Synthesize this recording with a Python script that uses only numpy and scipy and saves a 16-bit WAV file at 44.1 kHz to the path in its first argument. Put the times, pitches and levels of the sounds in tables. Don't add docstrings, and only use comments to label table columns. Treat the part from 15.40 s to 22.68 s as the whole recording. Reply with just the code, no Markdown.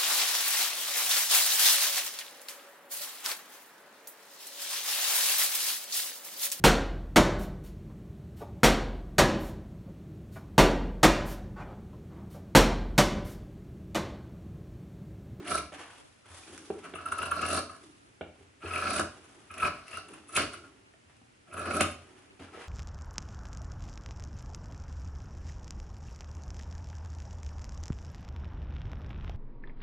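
import sys
import numpy as np
from scipy import signal
from scipy.fft import rfft, irfft
from scipy.io import wavfile
from scipy.ndimage import uniform_filter1d

SR = 44100
rng = np.random.default_rng(int(sys.argv[2]) if len(sys.argv) > 2 else 0)


def file_out(sig):
    cols = np.atleast_2d(sig).T
    lim = np.clip(cols, -1, 1)
    pcm = np.round(lim * 32767).astype(np.int16)
    wavfile.write(sys.argv[1], SR, pcm)


def magnitude_from_level(level_db):
    exponent = np.asarray(level_db, float) / 20
    return 10 ** exponent


N = 321048


def evened(x):
    return x / np.sqrt(np.mean(x ** 2) + 1e-20)


def smooth_twice(x, samples):
    return uniform_filter1d(uniform_filter1d(x, samples), samples)


def read(points, hz):
    f, value = np.transpose(points)
    return np.interp(np.log(hz + 1), np.log(f + 1), value)


def add(mix, s, sound):
    part = mix[round(s * SR):][:len(sound)]
    part += sound[:len(part)]


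def through(x, taps):
    return signal.oaconvolve(x, taps)[:len(x)]


def colour(points):
    level_db = np.maximum(read(points, np.fft.rfftfreq(4096, 1 / SR)), -100)
    folded = irfft(np.log(magnitude_from_level(level_db)))
    folded[1:2048] *= 2
    folded[2049:] = 0
    taps = irfft(np.exp(rfft(folded)))[:2048]
    return taps / np.linalg.norm(taps)


def body(modes, low_hz=50, high_hz=11500):
    t = np.arange(SR // 8) / SR
    ring = np.zeros(len(t))
    for k, (hz, width_hz, db) in enumerate(modes):
        decay = np.exp(-np.pi * width_hz * t)
        ring += (-1) ** k * magnitude_from_level(db) * width_hz * decay * np.sin(2 * np.pi * hz * t)
    band = signal.butter(3, [low_hz, high_hz], "band", fs=SR, output="sos")
    ring = signal.sosfilt(band, ring)
    return ring / np.linalg.norm(ring)


def grit(per_s, spread_db, lump_s, lump_db):
    size = magnitude_from_level(spread_db * np.minimum(rng.exponential(1, N), 4)) * rng.standard_normal(N)
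    breaks = rng.random(N) < per_s / SR
    lumps = evened(smooth_twice(rng.standard_normal(N), int(lump_s * SR)))
    return evened(size * breaks * magnitude_from_level(lump_db * lumps))


def pair(mid, side, width):
    side_gain = magnitude_from_level(read(width, np.fft.rfftfreq(len(side), 1 / SR)))
    side = irfft(rfft(side) * side_gain, len(side))
    return np.array([mid + side, mid - side])


# (frequency [Hz], density [dB/Hz])
HUSH = [(15, -44), (25, -9), (110, 6.5), (166, -2), (256, 0), (564, -9), (710, -10.5), (1100, -12.5),
        (1340, -10.5), (2750, -10.5), (3550, -16), (10400, -21), (11200, -20), (14600, -44), (22000, -120)]
# (frequency [Hz], side re mid [dB])
HUSH_WIDTH = [(60, -24), (220, -1.5), (830, 5.5), (3100, -1.5), (11600, -1)]


def hush():
    mid, side = (through(rng.standard_normal(N), colour(HUSH)) for _ in range(2))
    return magnitude_from_level(-64.5) * pair(mid, side, HUSH_WIDTH)


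# (start [s], length [s], rub [dB], airiness re rub [dB], weight re rub [dB])
SLIDES = [(-0.02, 0.097, -45.5, -14, 0), (0.318, 0.11, -44.5, -8.5, -5), (0.374, 0.23, -44.5, -10.5, -12.5),
          (0.5, 0.59, -62, 0, -8), (0.851, 0.13, -54.5, -10, -13), (0.88, 0.85, -53.5, 1.5, -10.5),
          (1.07, 0.31, -59.5, -11, 12), (1.33, 0.58, -60, -46, 9), (2.349, 0.48, -61, 0.5, 1.5),
          (2.93, 0.37, -65.5, -6, 7), (3.7, 0.69, -54.5, -4, -3.5), (4.62, 0.52, -53, -7, 3),
          (5.16, 0.11, -55.5, -3, 3.5), (5.22, 0.32, -62, -7, 7), (5.68, 0.1, -59.5, -12, -16),
          (6.54, 0.83, -58, -8, 1.5), (6.993, 0.033, -46.5, -12, 6), (7.0, 0.25, -52, -13, -2.5),
          (7.123, 0.18, -48, -14, -17), (7.19, 0.16, -48, -12, -13)]


def drags():
    rise, fade_db = 0.19, -19.5
    out = np.zeros((3, N))
    for s, length, db, air_db, weight_db in SLIDES:
        u = np.arange(0, 1, 1 / (length * SR))
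        slowing_db = fade_db * np.maximum(u - rise, 0) ** 0.73
        speed = np.minimum(u / rise, 1) ** .5 * magnitude_from_level(db + slowing_db)
        for layer, layer_db in zip(out, (0, air_db, weight_db)):
            add(layer, max(s, 0), magnitude_from_level(layer_db) * speed[round(max(-s, 0) * SR):])
    return uniform_filter1d(out, int(0.003 * SR), axis=-1)


# (frequency [Hz], density [dB/Hz])
RUB = [(290, -13), (500, -4), (1090, -1.5), (1340, -1.5), (1450, -2), (2900, -7.5), (4500, -14),
       (7000, -29), (9900, -120)]
# (frequency [Hz], density [dB/Hz])
SWISH = [(1800, -23), (3500, 7), (4780, 1.5), (7090, -0.5), (10500, 4.5), (11200, 1), (14600, -85),
         (22000, -120)]
# (frequency [Hz], width [Hz], level [dB])
HOLLOW = [(188, 230, -3), (240, 150, 2), (295, 33, 8), (405, 97, 1)]


def sliding():
    rub, swish, rumble = magnitude_from_level(-6) * drags()
    lumps = grit(3000, 2.5, 0.05, 2.5)
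    weave = grit(7000, 1.2, 0.012, 2.2)
    return (through(rub * weave, colour(RUB)) + through(swish * weave, colour(SWISH))
            + through(rumble * lumps, body(HOLLOW, 120)))


# (time [s], hand effort [dB])
STROKES = [
    [(0.045, -55.5), (0.08, -45), (0.14, -47.5), (0.185, -49.5), (0.2, -60)],
    [(1.435, -51.5), (1.527, -64.5), (1.679, -57.5), (1.785, -51.5), (1.923, -55.5), (2.017, -45.5),
     (2.089, -47), (2.195, -41.5)],
    [(2.29, -57), (2.37, -64)],
    [(3.2, -69), (3.24, -52.5), (3.286, -50), (3.406, -44), (3.462, -43.5), (3.502, -41), (3.542, -42.5),
     (3.61, -42)],
    [(4.1, -61.5), (4.156, -57.5), (4.276, -41.5), (4.33, -109)],
    [(4.34, -57), (4.43, -60), (4.586, -50.5), (4.714, -110), (4.8, -79)],
    [(4.885, -67), (4.947, -58), (4.969, -38.5), (4.977, -39.5), (5.04, -45)],
    [(5.12, -50.5), (5.216, -84), (5.28, -89)],
    [(6.065, -77), (6.115, -67.5), (6.186, -55.5), (6.256, -54.5), (6.306, -49), (6.36, -52), (6.41, -45)],
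]
# (blade ring [dB], overtone [dB], edge hiss [dB], table [dB], all re effort,
# end tip nearness [0-1])
GRIPS = [(2, 2.5, -9.5, -2.5, 0.88), (1, -1.5, -12, -4, 0.84), (3, -2.5, -6, -4, 0.78),
         (0.5, -1.5, -12, -5.5, 0.78), (2, -2.5, -11.5, -3.5, 0.83), (-2, -0.5, -12, -9, 0.93),
         (-3.5, 3.5, -9.5, -4.5, 0.6), (-4, 6, -2.5, -4.5, 0.72), (5.5, 2, -8, 5, 0.67)]


def strokes():
    tip_start, tip_curve = 0.2, 0.58
    levels_db, tip = np.full((4, N), -120.), np.full(N, tip_start)
    for rows, (ring_db, upper_db, hiss_db, table_db, tip_end) in zip(STROKES, GRIPS):
        s, effort_db = np.transpose(rows)
        t = np.arange(s[0], s[-1], 1 / SR)
        travel = ((t - s[0]) / (s[-1] - s[0])) ** tip_curve
        near = tip_start + (tip_end - tip_start) * travel
        at = slice(round(s[0] * SR), round(s[0] * SR) + len(t))
        tip[at] = near
        layers_db = [ring_db + 0 * t, 1.5 + upper_db - 2.5 * near, hiss_db + 6.5 * near, table_db + 6.5 * near]
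        levels_db[:, at] = np.interp(t, s, effort_db) + np.array(layers_db)
    return levels_db, tip


def bell(s, length):
    swell_db, release_db = -16.5, -9.5
    length = max(length, .002)
    u = np.arange(-1.5, 4, 1 / (length * SR))
    level_db = np.where(u < 0, swell_db * u ** 2, release_db * abs(u) ** 0.88)
    return s + u[0] * length, magnitude_from_level(level_db), u * length


# (time [s], blade ring [dB], overtone re ring [dB], length
# [s])
BUNCHES = [(0.1123, -28, -21, 0.0096), (0.1468, -22.5, -28, 0.0054), (0.182, -26, -9, 0.0074),
           (1.6641, -25.5, -17.5, 0.01), (1.6871, -34, -6, 0.003), (1.722, -18.5, -14.5, 0.0038),
           (1.7507, -45, -18, 0.0028), (1.7906, -24.5, -11, 0.01), (1.8187, -25.5, -1, 0.0022),
           (1.8312, -20, -12, 0.0025), (1.8601, -30, -5, 0.0052), (1.8744, -31.5, -13, 0.015),
           (1.9176, -18.5, -12, 0.0063), (1.9673, -27, -18, 0.01), (1.994, -25, -7, 0.0038),
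           (2.0371, -26.5, -9, 0.013), (2.1058, -25.5, -6, 0.0072), (2.1334, -25.5, -15, 0.0093),
           (2.1493, -18.5, -11, 0.0023), (2.1773, -22.5, -17, 0.0043), (2.2045, -29, -23, 0.0032),
           (3.314, -28.5, -4, 0.0084), (3.3481, -28.5, -9, 0.0035), (3.376, -28.5, -4.5, 0.0045),
           (3.4158, -29, -9, 0.0027), (3.459, -22.5, -7, 0.0045), (3.4717, -24, -6, 0.005),
           (3.4873, -47, -8, 0.0026), (3.5072, -22.5, -11, 0.0084), (3.5385, -28, -10, 0.01),
           (3.5652, -23, -11, 0.0077), (3.611, -18, -18, 0.0017), (3.6272, -38, -22, 0.0024),
           (4.2045, -31, 1, 0.0092), (4.231, -18, -11.5, 0.011), (4.2485, -28, -8, 0.0018),
           (4.2795, -24.5, -11, 0.0025), (4.3213, -38, -24, 0.0035), (4.5732, -25.5, -23, 0.0027),
           (4.9582, -30.5, -1, 0.0078), (5.0104, -37, -19, 0.0022), (6.1801, -26.5, -13, 0.0024),
           (6.1972, -27, -11, 0.0071), (6.2185, -28, -6, 0.0045), (6.2621, -26.5, -10, 0.011),
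           (6.2802, -25, -15, 0.0039), (6.3109, -20.5, -10, 0.004), (6.3444, -25.5, -7.5, 0.0099),
           (6.3706, -22, -17, 0.0068), (6.4445, -24.5, -20, 0.0094),
           (0.118, -30, -10, 0.011), (0.168, -36, -15, 0.0034), (0.854, -54, -15, 0.014),
           (0.89, -53, -12, 0.005), (0.908, -57, -12, 0.011), (0.936, -55, -10, 0.014),
           (1.036, -51, 3, 0.005), (1.356, -59.5, -13, 0.03), (2.058, -31, -9, 0.0051),
           (2.086, -28, -6.5, 0.007), (2.189, -43, 1, 0.0057), (3.339, -31.5, 2, 0.006),
           (3.363, -23.5, -6, 0.0062), (3.395, -39, 0, 0.0042), (3.429, -34, 2, 0.008),
           (7.086, -49, -21, 0.01), (7.14, -46, -18, 0.008), (1.444, -48.5, -6, 0.029),
           (1.559, -33, -6, 0.008), (1.589, -32, -10, 0.005), (1.606, -36, -10, 0.005),
           (2.026, -25, -10.5, 0.0062), (2.299, -32, -13, 0.0046), (3.228, -43, 0, 0.012),
           (3.263, -35, -1, 0.0091), (4.11, -39, -3, 0.012), (4.144, -43.5, 3, 0.0046),
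           (4.182, -40.5, 6, 0.0083), (4.255, -31.5, 7.5, 0.0071), (4.482, -53, 15.5, 0.0025),
           (4.52, -57, -5, 0.0045), (4.532, -37, -4, 0.006), (4.54, -40, 2, 0.015), (4.562, -47, 3, 0.0076),
           (4.69, -52, 5, 0.0045), (4.739, -46, -1, 0.0069), (4.896, -45, -7, 0.0081),
           (4.944, -38, -7.5, 0.016), (4.963, -36.5, 12, 0.002), (4.982, -37, -21, 0.0048),
           (4.985, -22, -12, 0.0057), (5, -20, -17, 0.0036), (5.139, -31.5, -22, 0.0062),
           (5.244, -41, -19, 0.0084), (6.081, -49.5, -9, 0.0071), (6.115, -47.5, 3.5, 0.0043),
           (6.132, -36, -14, 0.0095), (6.145, -36.5, -6, 0.0047), (6.169, -36.5, -2, 0.0051),
           (6.408, -22, -5, 0.013)]
# (time [s], hiss [dB], edge pitch [Hz], length [s])
SCRAPES = [(0.11, -41, 9300, 0.0073), (0.128, -41, 10100, 0.0092), (0.143, -36.5, 9870, 0.006),
           (0.155, -33, 10200, 0.0049), (0.181, -30.5, 9600, 0.0048), (1.1788, -53, 8600, 0.0022),
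           (1.66, -41, 10130, 0.005), (1.686, -46, 10080, 0.004), (1.7206, -37, 9870, 0.005),
           (1.725, -41.5, 9900, 0.0066), (1.7845, -36, 10000, 0.0051), (1.827, -39, 10260, 0.0095),
           (1.859, -37.5, 10160, 0.0067), (1.915, -36, 10340, 0.0057), (1.965, -45.5, 10600, 0.0041),
           (2.065, -33, 9700, 0.0058), (2.089, -29, 10050, 0.0038), (2.104, -31, 9900, 0.0034),
           (2.113, -34, 9800, 0.004), (2.132, -25.5, 9830, 0.0034), (2.147, -28.5, 10000, 0.004),
           (2.167, -29, 9200, 0.0036), (2.174, -30, 9170, 0.0033), (2.192, -33, 8800, 0.0031),
           (3.38, -42, 10100, 0.0034), (3.416, -43, 10700, 0.0066), (3.5067, -31.5, 9600, 0.0034),
           (3.536, -29.5, 9840, 0.0068), (3.553, -36, 9700, 0.0057), (3.565, -31, 9500, 0.0081),
           (3.615, -37, 9400, 0.002), (3.63, -39, 8900, 0.0032), (4.114, -47, 10200, 0.0029),
           (4.143, -51, 10140, 0.0046), (4.182, -42.5, 10570, 0.0045), (4.206, -45, 10550, 0.013),
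           (4.573, -41, 9700, 0.004), (4.687, -48, 9500, 0.0048), (4.737, -48, 9560, 0.0043),
           (4.894, -49, 9850, 0.017), (4.991, -45, 10800, 0.003), (5.006, -45, 10500, 0.0056),
           (5.135, -41, 9700, 0.0018), (6.14, -45, 10560, 0.0041), (6.195, -38, 10200, 0.0039),
           (6.216, -47, 10300, 0.0055), (6.369, -36, 10650, 0.0074), (6.432, -33.5, 10300, 0.003),
           (6.515, -46, 10360, 0.0086),
           (0.109, -40.5, 10200, 0.033), (1.557, -46, 9500, 0.0089), (3.34, -46, 10200, 0.038),
          (4.235, -43.5, 10300, 0.027), (4.538, -50.5, 9900, 0.021), (4.712, -56, 9500, 0.0092),
          (4.932, -45.5, 9900, 0.013), (4.951, -35, 9900, 0.0058), (4.956, -30.5, 9800, 0.0054),
          (4.963, -29, 9500, 0.0038), (6.132, -52, 10400, 0.0072), (6.181, -46, 10250, 0.015),
          (6.26, -46, 10200, 0.0083), (6.347, -39.5, 10100, 0.025)]
UPPER_HZ = [2400, 2700, 2700, 2514, 2520, 2750, 2630, 2560, 2510]


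def slips(tip):
    blade_hz, blade_rise_hz, blade_spread_hz = 1309, 40, 39
    upper_wander_hz, upper_rough = 75, 0.5
    bunch, upper, scrape, flex, squeak = np.zeros((5, N))
    for s, db, upper_db, length in BUNCHES:
        start, swell, t = bell(s, length)
        hz = blade_hz + blade_rise_hz * tip[round(s * SR)] + blade_spread_hz * rng.standard_normal()
        add(bunch, start, magnitude_from_level(db) * swell)
        add(upper, start, magnitude_from_level(db + upper_db) * swell)
        add(flex, start, swell * magnitude_from_level(db - 6.5) * np.sin(2 * np.pi * hz * t))
    stroke_starts = [rows[0][0] for rows in STROKES]
    stroke = np.maximum(np.searchsorted(stroke_starts, np.arange(N) / SR) - 1, 0)
    wander, rough = (evened(smooth_twice(z, 90)) for z in rng.standard_normal((2, N)))
    upper_hz = np.array(UPPER_HZ)[stroke] + upper_wander_hz * wander
    overtone = np.sin(2 * np.pi * np.cumsum(upper_hz) / SR)
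    flex += magnitude_from_level(-7.0) * upper * (1 + upper_rough * rough) * overtone
    for s, db, hz, length in SCRAPES:
        start, swell, t = bell(s, length)
        add(scrape, start, magnitude_from_level(db) * swell)
        add(squeak, start, magnitude_from_level(db) * swell * np.sin(2 * np.pi * hz * t))
    return bunch, upper, scrape, flex, squeak


def gains(levels_db):
    return uniform_filter1d(magnitude_from_level(levels_db), int(0.0086 * SR), axis=-1)


# (frequency [Hz], width [Hz], level [dB])
BOOM = [(76.6, 4.2, -24), (85.9, 7.4, 22)]


def boom_push(drive):
    drum = through(rng.standard_normal(N), body(BOOM))
    drum /= np.sqrt(uniform_filter1d(drum ** 2, 1500) + 0.017)
    lag = np.exp(-np.arange(6000) / SR / 0.015) / (0.023 * SR)
    return through(drive, lag) * drum


# (frequency [Hz], width [Hz], level [dB])
RING = [(972, 196, -9), (1150, 197, -5), (1307, 80, 1), (1471, 72, 0), (1504, 88, -1.5), (1683, 105, -7.5)]
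# (frequency [Hz], width [Hz], level [dB])
OVERTONES = [(2260, 710, 1), (2380, 190, 5), (2484, 88, -3.5), (2700, 120, 3), (2764, 260, -0.5),
             (3560, 740, -9.5)]
# (frequency [Hz], width [Hz], level [dB])
TIPS = [(3700, 380, 2), (4300, 360, 6), (4500, 134, 9), (4890, 140, 4), (5240, 300, 1.5), (5840, 420, -1.5),
        (7150, 600, -15)]
# (frequency [Hz], width [Hz], level [dB])
EDGE = [(7600, 18000, -8.5), (8280, 42, 3.5), (9500, 490, -4), (9900, 100, 5.5), (11300, 2800, -2.5)]
# (frequency [Hz], width [Hz], level [dB])
TABLE = [(149, 49, -6), (242.6, 36, 0), (300, 40, 0), (419, 78, -0.5), (520, 61, -2), (598, 60.4, 2),
         (648.2, 28.5, 6.5), (733, 68, 0)]


def cutting():
    levels_db, tip = strokes()
    ring, overtone, hiss, table = gains(levels_db)
    bunch, upper, scrape, flex, squeak = slips(tip)
    threads = grit(7000, 2.2, 0.0065, 3.2)
    fuzz = grit(14000, 1.5, 0.008, 3.5)
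    burst = grit(18000, 0.9, 0.006, 1.5)
    wobble = 0.77 + 0.77 * evened(smooth_twice(rng.standard_normal(N), 40))
    follow = np.minimum(np.hypot(1, magnitude_from_level(-10.5) * bunch / (ring + 1e-5)), 4)
    short_db = -24 + 25 * np.clip(tip, 0, 1)
    ring_drive = magnitude_from_level(-0.5) * ring * threads + magnitude_from_level(-12.5) * bunch * burst
    overtone_drive = magnitude_from_level(-4.0) * overtone * fuzz + magnitude_from_level(-14.5) * upper * burst
    tips_drive = overtone * follow ** .25 * gains(short_db) * burst
    edge_drive = magnitude_from_level(-1.0) * hiss * fuzz + magnitude_from_level(-7) * scrape * burst
    blades = through(ring_drive, body(RING, 900, 1730)) + flex
    blades += through(overtone_drive, body(OVERTONES, 990, 3290))
    blades += through(tips_drive, body(TIPS, 3640, 6900))
    edges = through(edge_drive, body(EDGE, 5240)) + magnitude_from_level(-5.5) * squeak * wobble
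    edges += magnitude_from_level(-15) * through(scrape * burst, colour(SWISH))
    top = through(table * follow ** .5 * burst, body(TABLE, 141, 760))
    top += magnitude_from_level(-9.5) * boom_push(np.hypot(table * follow, magnitude_from_level(-7.5) * bunch))
    return blades + edges + top


# (frequency [Hz], density [dB/Hz])
CLINK = [(500, -35), (1400, 6), (2000, 1), (2600, -1.5), (3600, -27), (4000, -35), (9900, -94)]


def clinking(blow):
    return magnitude_from_level(15.5) * through(blow, body(OVERTONES, 1600)) + magnitude_from_level(18.0) * through(blow, colour(CLINK))


# (time [s], peak [dB])
TICKS = [
    (0.1846, -31),
    (0.6097, -58),
    (1.178, -39),
    (4.14, -43),
    (4.481, -42),
    (5.767, -57),
]


def ticks():
    out, clink = np.zeros((2, N))
    t = np.arange(300) / SR
    for s, db in TICKS:
        noise = rng.standard_normal(300)
        add(out, s, magnitude_from_level(db - 60 * t / 0.011) * noise)
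        add(clink, s, magnitude_from_level(db - 17 - 60 * t / 0.0027) * noise)
    return out + clinking(clink)


# (time [s], peak [dB], pitch [Hz], hardness [dB])
KNOCKS = [(0.321, -44.5, 520, -8), (0.333, -44, 610, -34), (0.347, -57, 610, -26), (1.199, -54, 333, -27),
          (1.302, -25, 426, -25), (1.3073, -31, 430, -33.5), (1.345, -51.5, 460, -44),
          (1.36, -43, 400, -33), (6.998, -68, 370, -12), (7.023, -46, 300, -29), (7.044, -46, 300, -27),
          (7.146, -44.5, 404, -14), (7.174, -39.5, 480, -23), (1.5374, -41, 388, -5),
          (2.81, -31.5, 506, -11), (3.009, -49.5, 394, -33), (3.237, -37.5, 313, -46),
          (3.247, -34, 405, -23), (5.537, -58.5, 1820, -7), (5.815, -51, 240, -38), (6.9922, -55, 350, -5),
          (7.008, -42, 356, -31), (7.135, -52, 382, -12), (7.199, -45.5, 433, -24), (7.212, -57, 1310, -7)]


def knocks():
    t60_s, upper_hz, upper_db = 0.03, 770, -12
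    out, push, clink = np.zeros((3, N))
    t = np.arange(SR // 6) / SR
    for s, db, hz, hard_db in KNOCKS:
        note = np.sin(2 * np.pi * hz * t) + magnitude_from_level(upper_db) * np.sin(2 * np.pi * upper_hz * t)
        attack = 1 - np.exp(-t / 0.00085)
        add(out, s, -magnitude_from_level(db + 3 - 60 * t / t60_s) * note * attack)
        add(push, s, magnitude_from_level(db - 4.5 + 0.66 * hard_db) * np.hanning(24))
        noise = rng.standard_normal(1200)
        add(clink, s, magnitude_from_level(db + hard_db - 15.0) * noise * np.exp(-t[:1200] / 0.0056))
    rap = magnitude_from_level(9.5) * through(push, body(TABLE, 103)) + magnitude_from_level(2.0) * through(push, body(BOOM))
    return out + clinking(clink) + rap


# (time [s], peak [dB])
THUDS = [(0.898, -49), (1.108, -54), (2.997, -50.5), (3.238, -38.5), (3.598, -40), (4.102, -48.5),
         (4.973, -39), (5.65, -59), (6.117, -47), (6.416, -34), (6.998, -45.5)]


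def thuds():
    thud = np.zeros(N)
    for s, db in THUDS:
        add(thud, s, magnitude_from_level(db - 15.0) * np.hanning(200))
    return through(thud, body(BOOM))


# (time [s], peak [dB], edge [dB], table [dB], blade ring [dB], all re peak)
SNAPS = [
    (3.5943, -37, 20, 5, 19.5),
    (4.9649, -20.5, 9, -24, -10),
    (4.9734, -29, -13, -8, 13),
    (6.4077, -15.5, 2, -10.5, -1),
]
# (frequency [Hz], density [dB/Hz])
CRACK = [(470, -21), (800, -19), (1810, -23), (2550, -3), (4100, -12.5), (5770, -20), (6670, -15.5),
         (10400, -14.5), (11200, 4), (14600, -53), (22000, -120)]
# (frequency [Hz], width [Hz], level [dB])
CLAP = [(2600, 760, 0)]


def snaps():
    contact_s = 0.00069
    crack, edge, thump, blow = np.zeros((4, N))
    t = np.arange(900) / SR
    for s, db, edge_db, table_db, ring_db in SNAPS:
        noise = rng.standard_normal(900)
        click = (t / contact_s) * np.exp(-t / contact_s) * np.sign(noise)
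        splinter = noise * np.exp(-t / 0.013)
        add(crack, s, magnitude_from_level(db) * (magnitude_from_level(-8.5) * click + magnitude_from_level(-19) * splinter))
        add(edge, s, magnitude_from_level(db + edge_db) * noise * (t / 0.0021) * np.exp(-t / 0.002))
        add(blow, s, magnitude_from_level(db + ring_db) * np.hanning(11))
        add(thump, s, magnitude_from_level(db + table_db) * np.hanning(20))
    return (magnitude_from_level(5.0) * through(crack, colour(CRACK)) + magnitude_from_level(6.0) * through(crack, body(CLAP, 1900))
            + magnitude_from_level(1.0) * through(blow, body(RING, 1170)) + magnitude_from_level(-7) * through(edge, body(EDGE, 2730))
            + magnitude_from_level(7.5) * through(thump, body(TABLE)))


# (frequency [Hz], t60 [s])
ROOM = [(80, 0.46), (250, 0.43), (700, 0.4), (2000, 0.35), (5000, 0.43), (10000, 0.31)]
# (frequency [Hz], level [dB])
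TAIL = [(100, 0), (400, 0), (1300, -1.5), (3000, 0), (6000, -1.5), (10000, -4)]
# (frequency [Hz], side re mid [dB])
WIDTH = [(60, -28), (140, -19), (350, -16), (830, -5), (2000, -8), (4810, 2.5), (11600, -3.5)]


def echoes():
    t = np.arange(SR // 2) / SR
    hz, frame_s, z = signal.stft(rng.standard_normal((2, len(t))), SR, nperseg=512)
    decay = magnitude_from_level(-60 * frame_s / read(ROOM, hz)[:, None])
    tail = signal.istft(z * decay, SR, nperseg=512)[1][:, :len(t)]
    tail *= np.clip(t / 0.014, 0, 1)
    tail *= magnitude_from_level(-0.5) / np.linalg.norm(tail[0])
    tail = irfft(rfft(tail) * magnitude_from_level(read(TAIL, np.fft.rfftfreq(len(t), 1 / SR))), len(t))
    near = rng.standard_normal(len(t)) * np.exp(-t / 0.013)
    return pair(tail[0] + (t == 0), tail[1] + magnitude_from_level(3.0) * near / np.linalg.norm(near), WIDTH)


def room(x):
    turn = np.pi * np.arange(N) / SR / 1.3
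    shares = [np.sqrt(2 / 3) * abs(np.cos(turn + k * np.pi / 3)) for k in range(3)]
    direct = sum(shares)
    out = np.zeros((2, N))
    for share in shares:
        placed = x * share / direct ** .5
        out += signal.fftconvolve(placed[None], echoes(), axes=1)[:, :N]
    return out


def scene():
    table_top = sliding() + cutting() + ticks() + knocks() + thuds() + snaps()
    rumble_cut = signal.butter(3, 64, "high", fs=SR, output="sos")
    return room(signal.sosfilt(rumble_cut, table_top)) + hush()


def top_cut(x):
    return signal.sosfilt(signal.butter(12, 12170, fs=SR, output="sos"), x)


def record(dry):
    low_pass = signal.firwin(301, 11015, window=("kaiser", 6.0), fs=SR)
    mix = signal.oaconvolve(dry, low_pass[None], "same")
    return top_cut(mix)


dry = scene()
out = record(dry)
file_out(out)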